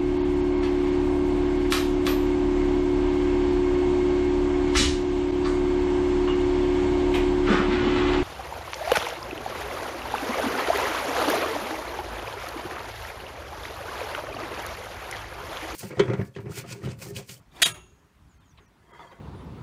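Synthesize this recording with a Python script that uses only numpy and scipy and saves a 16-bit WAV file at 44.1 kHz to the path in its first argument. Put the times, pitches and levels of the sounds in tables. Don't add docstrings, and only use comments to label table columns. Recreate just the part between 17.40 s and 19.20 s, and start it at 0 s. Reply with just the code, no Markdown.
import sys
import numpy as np
from scipy import signal
from scipy.fft import rfft, irfft
from scipy.io import wavfile
from scipy.ndimage import uniform_filter1d

SR = 44100
rng = np.random.default_rng(int(sys.argv[2]) if len(sys.argv) > 2 else 0)


def level_to_linear(level):
    exponent = np.asarray(level, float) / 20
    return 10 ** exponent


def unload_wav(signal):
    wavfile.write(
        sys.argv[1],
        SR,
        np.round(np.clip(np.atleast_2d(signal).T, -1, 1) * 32767).astype(np.int16),
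    )


N = 79380
T = np.arange(N) / SR

# freq_hz, density_db
STEEL_RUB = [(59, -34), (100, -9.5), (373, -2.5), (535, -13.5), (691, -2.5), (2170, -10), (3540, -17.5),
             (16000, -30)]


def evened(x):
    return x / np.sqrt(np.mean(x ** 2) + 1e-20)


def noise(points, patchy_db):
    frames = N // 128 + 5
    a, b, c = rng.standard_normal((frames, 257, 3)).T
    patches = uniform_filter1d(c, size=5, axis=0)
    patches = evened(uniform_filter1d(patches, size=12, axis=1))
    x = signal.istft((a + 1j * b) * level_to_linear(patchy_db * patches), nperseg=512, noverlap=384)[1][:N]
    point_hz, point_db = np.transpose(points)
    hz = np.fft.rfftfreq(N, 1 / SR)
    db = np.interp(np.log(hz + 1), np.log(point_hz + 1), point_db, left=-70, right=-70)
    return evened(irfft(rfft(x) * level_to_linear(db), N))


def puff(hz, width_hz):
    off = (np.fft.rfftfreq(N, 1 / SR) - hz) / (width_hz / 2)
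    return evened(irfft(rfft(rng.standard_normal(N)) / (1 + off ** 4), N))


def resonate(x, hz, width_hz):
    turn = np.exp(2j * np.pi * hz * T)
    r = np.exp(-np.pi * abs(width_hz) / SR)
    return 2 * (turn * signal.lfilter([1 - r], [1, -r], x / turn)).real


def ring(hz, waver_db):
    waver = np.interp(T, np.linspace(0, N / SR, 90), rng.standard_normal(90))
    return np.sin(2 * np.pi * (hz * T + rng.random())) * level_to_linear(waver_db * waver)


def shape(start_s, rise_s, hold_s, t60_s):
    rise = np.clip((T - start_s) / rise_s, 0, 1) ** 2
    return rise * level_to_linear(-60 * np.maximum(T - start_s - rise_s - hold_s, 0) / t60_s)


def curve(rows):
    s, db = np.transpose(rows)
    return level_to_linear(np.interp(T, s, db, left=-120, right=-120))


def open_air():
    # freq_hz, density_db
    air_colour = [(120, -31.5), (180, -5.5), (300, -10), (500, -17.5), (1000, -13.5), (2200, -22),
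                  (5000, -30.5), (15800, -39.5)]
    wind_colour = [(12, -55), (20, -28), (31, -10.5), (54, 4), (140, -5), (166, -1.5), (195, -15),
                   (300, -23.5), (390, -52.5), (660, -120)]
    # time_s, level_db
    gusts = [(0.0, -56.5), (0.17, -54), (0.284, -54), (0.376, -49), (0.732, -69), (0.772, -50.5),
             (1.392, -59.5), (1.764, -61.5), (1.8, -47)]
    air = level_to_linear(-64) * noise(air_colour, 1.8)
    return air + level_to_linear(-2.0) * curve(gusts) * noise(wind_colour, 2.2)


def birds():
    # start_s, length_s, from_hz, to_hz, level_db
    calls = [(0.883, 0.079, 7430, 6140, -72.5), (1.042, 0.077, 7120, 6050, -73),
             (1.099, 0.0216, 6350, 5580, -68.5), (1.198, 0.058, 6950, 6020, -74.5),
             (1.254, .033, 6130, 5430, -76), (1.009, .026, 3740, 3470, -71.5),
             (1.028, .042, 3350, 3030, -72)]
    out = np.zeros(N)
    for s, length_s, from_hz, to_hz, db in calls:
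        u = np.clip((T - s) / length_s, 0, 1)
        wobble = evened(uniform_filter1d(rng.standard_normal(N), size=150))
        fall = u + 0.043 * np.sin(2 * np.pi * u)
        pitch_hz = from_hz + (to_hz - from_hz) * fall + 70 * wobble
        swell = np.sin(np.pi * u ** 1.26) ** 0.26 * level_to_linear(3.1 * wobble)
        out = out + level_to_linear(db) * swell * np.sin(2 * np.pi * np.cumsum(pitch_hz) / SR)
    echo = rng.standard_normal(3000) * level_to_linear(-60 * T[:3000] / 0.15)
    echo = echo / np.linalg.norm(echo)
    return 1.14 * out + 0.53 * signal.oaconvolve(out, echo)[:N]


def knocks():
    knock_s = [.115, .16, .19, .338, 1.174, 1.18, 1.2, 1.2, 1.118, 1.5935, 1.712]
    # pitch_hz, width_hz, level_db, hold_s, t60_s
    colours = [(3673, 370, -62.5, 0.01, 0.055), (3500, 430, -54.5, 0.011, .05),
               (3600, 880, -57, .012, 0.046), (2900, 1800, -57, 0.038, 0.37),
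               (3030, 2300, -59, 0.015, 0.051), (1310, 2400, -60, 0.0057, 0.41),
               (1380, 180, -63, 0.0084, 0.12), (398, 130, -60, 0.026, 0.11),
               (3425, 320, -67.5, 0.0081, 0.03), (1490, 1200, -48.5, 0.00021, 0.018),
               (1186, 5100, -63.5, 0.023, .06)]
    out = np.zeros(N)
    for s, (hz, width_hz, db, hold_s, t60_s) in zip(knock_s, colours):
        out = out + level_to_linear(db) * shape(s, .001, hold_s, t60_s) * puff(hz, width_hz)
    return out


def creaks():
    creak_s = [1.49, 1.512, 1.514, 1.53, 1.558, 1.575, 1.59, 1.6, 1.644, 1.666, 1.72, 1.64, 1.765, .249,
               .336]
    # hold_s, pitch_hz, level_db, t60_s
    tubes = [(0.017, 1100, -60, .06), (0.028, 3220, -69, .03), (0.036, 2045, -61.5, .08),
             (.012, 1220, -60, 0.072), (0.021, 3220, -61.5, 0.11), (.035, 2045, -59, 0.14),
             (0.032, 3450, -64, 0.096), (0.024, 3500, -67, 0.066), (0.0068, 3220, -67, .04),
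             (0.013, 3230, -62.5, 0.035), (0.0084, 3220, -64.5, 0.036), (0.032, 1100, -61, .08),
             (.008, 2000, -66, .05), (0.0082, 2380, -34, 0.039), (0.011, 3330, -54, 0.048)]
    out = np.zeros(N)
    for s, (hold_s, hz, db, t60_s) in zip(creak_s, tubes):
        out = out + level_to_linear(db) * shape(s, .003, hold_s, t60_s) * puff(hz, 130)
    return out


def taps():
    # start_s, pitch_hz, peak_db, t60_s
    struck = [(1.5935, 1220, -42, .07), (1.5935, 900, -46, .1), (1.5935, 2150, -47, .025),
              (1.534, 1220, -50, .05), (1.604, 950, -46, .06), (1.62, 700, -47, .06),
              (1.667, 977, -47, .05), (1.695, 972, -51, .04), (1.713, 1030, -46, .04),
              (1.716, 3800, -56, .03), (1.722, 520, -45, .07), (1.722, 1900, -50, .03),
              (1.731, 800, -47, .04), (1.186, 1100, -54, .04), (1.186, 2600, -56, .02),
              (1.1755, 3950, -55, .04)]
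    out = np.zeros(N)
    for s, hz, db, t60_s in struck:
        t = np.maximum(T - s, 0)
        out = out + level_to_linear(db - 60 * t / t60_s) * np.sin(2 * np.pi * hz * t)
    return out


def hinge_squeak():
    # start_s, rise_s, hold_s, t60_s, pitch_hz, level_db
    squeak = (1.535, .02, .15, .04, 4535, -70.5)
    s, rise_s, hold_s, t60_s, hz, db = squeak
    return level_to_linear(db) * shape(s, rise_s, hold_s, t60_s) * ring(hz, 2.5)


def rub(effort, rings, spectrum, ring_db, rub_db, slips_hz, grit_db):
    grit = level_to_linear(rub_db) * noise(spectrum, 3.0)
    tones = 0
    for hz, width_hz, db in rings:
        slips = (rng.random(N) < slips_hz / SR) * rng.standard_normal(N)
        slips = slips * level_to_linear(grit_db * np.minimum(rng.exponential(1, N), 3))
        tone = resonate(resonate(slips, hz, width_hz), hz, 4 * width_hz)
        tones = tones + level_to_linear(db) * evened(tone)
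    return curve(effort) * (grit + level_to_linear(ring_db) * evened(tones))


def animal_shift():
    # time_s, effort_db
    effort = [(1.38, -69.5), (1.475, -61.5), (1.505, -55), (1.565, -49), (1.59, -53), (1.605, -45.5),
              (1.65, -49.5), (1.695, -54), (1.725, -48), (1.75, -55), (1.8, -55)]
    # pitch_hz, width_hz, level_db
    rings = [(167, 27, -3.5), (374, 51, 0.5), (525, 57, -7.5), (690, 30, -2), (950, 34, -1), (1103, 46, -6),
             (1238.4, 22, -8), (1710, 52, -8), (2030, 52, -7.5), (3230, 30, -15), (6840, 130, -21),
             (7300, 74, -25), (8550, 60, -26), (9700, 120, -28)]
    # freq_hz, density_db
    colour = [(59, -41), (100, -11.5), (163, -6.5), (570, -4.5), (970, -5.5), (2000, -7.5), (2750, -18.5),
              (3320, -19.5), (16000, -38)]
    return rub(effort, rings, colour, ring_db=-2.4, rub_db=-6.0, slips_hz=200, grit_db=3.1)


def bar_drag():
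    # time_s, effort_db
    effort = [
        (.07, -76),
        (.11, -66.5),
        (.165, -47),
        (.185, -48.5),
        (.208, -42.5),
        (.216, -47),
    ]
    # pitch_hz, width_hz, level_db
    rings = [(345, 80, -2), (705, 72, -2), (965, 36, -2), (2000, 45, -5), (2380, 45, -6), (4380, 110, -15),
             (6770, 78, -14), (9550, 120, -13)]
    return rub(effort, rings, STEEL_RUB, ring_db=-6, rub_db=-1, slips_hz=700, grit_db=2.5)


def floor_plate():
    # start_s, pitch_hz, level_db, t60_s
    modes = [(.252, 160, -41.5, .5), (0.28, 112, -45, 0.39), (0.3, 598, -49, 0.28), (0.3, 366, -48, 0.55),
             (0.29, 411, -59, 1.6)]
    return sum(level_to_linear(db) * shape(s, 0.0047, 0, t60_s) * ring(hz, 4.5) for s, hz, db, t60_s in modes)


def tube_frame():
    # pitch_hz, level_db, t60_s
    tubes = [(1328, -2, 0.44), (1240, -3, .3), (1641, -6, .23), (2247, -7, 0.24), (2737, 1, 0.48),
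             (2783, -9.5, .45), (3260, -6.5, .55), (3320, -7, 0.3), (3655, -14, .5), (3774, -10.5, 0.4),
             (974, -10, 0.59)]
    panel = [(6293, -14, .9), (6476, -13, .6), (6610, -15, .8), (6697, -2, .42), (6730, -3, .75),
             (7407, -11, 0.18), (7946, -16, .24), (9448, -2, .28), (9540, -6, 0.4), (9800, -13, .2),
             (10400, -9, .36)]
    out = np.zeros(N)
    for hz, db, t60_s in tubes + panel:
        peak_db = -53 + db + 60 * (0.34 - .26) / t60_s
        out = out + level_to_linear(peak_db) * shape(.24, .02, 0, t60_s) * ring(hz, 2.5)
    return out


def struck_bar():
    # pitch_hz, level_db
    modes = [(2990, -29), (3255, -24.5), (3330, -30.5), (3690, -28.5), (3770, -22.5), (3812, -24.5),
             (4785, -34), (6343, -33.5), (6850, -29.5), (9480, -31)]
    lands_s, damped_t60_s = .262, 0.078
    boost_db, boost_end_s, boost_fade_s = 3.5, .231, 0.0021
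    free = shape(.217, 0.0075, 0, 0.78)
    damping = level_to_linear(-60 * np.maximum(T - lands_s, 0) / damped_t60_s)
    boost = level_to_linear(boost_db * np.clip((boost_end_s - T) / boost_fade_s + 1, 0, 1))
    return free * damping * boost * sum(level_to_linear(db) * ring(hz, 1.1) for hz, db in modes)


def body(blow, rebound):
    # pitch_hz, blow_db, rebound_db
    body_modes = [(356.4, -37, -41), (678.7, -30.5, -39.5), (979, -41.5, -40), (1335, -36, -46),
                  (1657, -36, -38.5), (1896, -24.5, -38), (2382, -25.5, -34.5), (2640, -31, -40),
                  (2900, -30, -39.5), (3190, -30.5, -37), (3470, -31.5, -38.5),
                  (5250, -41.5, -45.5), (5810, -43, -45.5), (7210, -34.5, -41.5), (7960, -36.5, -41),
             (8393, -32.5, -41), (8500, -40.5, -45), (9300, -38, -43), (9540, -35, -46),
             (11700, -45, -48.5)]
    out = np.zeros(N)
    for hz, blow_db, rebound_db in body_modes:
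        out = out + (level_to_linear(blow_db) * blow + level_to_linear(rebound_db) * rebound) * ring(hz, 0.88)
    return out


def slam():
    # start_s, rise_s, hold_s, level_db, t60_s
    contacts = [
        (0.2167, 0.003, 0.0135, -15.5, 0.012),
        (0.244, 0.017, .003, -23, 0.14),
        (0.334, 0.013, 0.0076, -47.5, 0.24),
    ]
    # freq_hz, density_db
    crack = [(100, -28.5), (900, -22), (1500, -6.5), (2400, -4.5), (3700, -5.5), (5400, -12), (9800, -12),
             (15500, -23)]
    clatter = [(100, -9.5), (160, -9.5), (555, -9.5), (1000, -8), (3200, -2), (5000, -12.5), (9800, -10),
               (15500, -21.5)]
    blow, rebound, settle = [shape(s, rise_s, hold_s, t60_s) for s, rise_s, hold_s, _, t60_s in contacts]
    blow_db, rebound_db, settle_db = [row[3] for row in contacts]
    out = level_to_linear(blow_db) * blow * noise(crack, .6)
    out = out + level_to_linear(rebound_db) * rebound * noise(clatter, 1.8)
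    out = out + level_to_linear(settle_db) * settle * noise(STEEL_RUB, 2.0)
    return out + body(blow, rebound) + struck_bar() + tube_frame() + floor_plate()


def scene():
    background = open_air() + birds()
    frame_noises = knocks() + creaks() + taps() + hinge_squeak()
    return (background + frame_noises + animal_shift() + bar_drag() + slam())[None]


def dropout_loss(x):
    # centre_s, length_s, above_hz, loss_db
    dropouts = [(.334, .018, 1500, -14), (.993, .022, 1300, -22), (1.271, .018, 1500, -16),
                (1.526, .022, 2300, -17), (1.803, .02, 2500, -12)]
    hz, _, z = signal.stft(x, SR, nperseg=1024, noverlap=896)
    level_db = 20 * np.log10(abs(z) + 1e-12)
    weak = level_db < uniform_filter1d(level_db, size=40, axis=0) + 11
    lost = np.zeros(N)
    for s, length_s, above_hz, loss_db in dropouts:
        treble = 1 / (1 + (above_hz / (hz[:, None] + 1)) ** 6)
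        rest = signal.istft(z * weak * treble, SR, nperseg=1024, noverlap=896)[1][:N]
        window = np.cos(np.pi * np.clip((T - s) / length_s, -.5, .5)) ** .9
        lost = lost + rest * (1 - level_to_linear(loss_db)) * window
    return lost


def held_lines():
    # centre_s, pitch_hz, level_db
    lines = [(.993, 1363, -68.5), (.993, 2074, -78), (.993, 2498, -79), (.993, 3165, -78),
             (.993, 4420, -84), (.993, 6406, -84), (1.271, 1868, -70), (1.271, 2353, -77.5),
             (1.271, 2589, -81), (1.271, 5810, -75)]
    out = np.zeros(N)
    for s, hz, db in lines:
        window = np.cos(np.pi * np.clip((T - s) / 0.033, -.5, .5))
        out = out + level_to_linear(db + 3) * window * np.sin(2 * np.pi * hz * T)
    return out


def low_pass(x):
    return signal.sosfilt(signal.butter(12, 16650, fs=SR, output="sos"), x)


def record(dry):
    x = dry[0]
    limited = x / (1 + (x / .66) ** 4) ** .25
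    out = limited - dropout_loss(x) + held_lines()
    out = signal.oaconvolve(out, signal.firwin(255, 15800, fs=SR), "same")
    return low_pass(out[None])


dry = scene()
out = record(dry)
unload_wav(out)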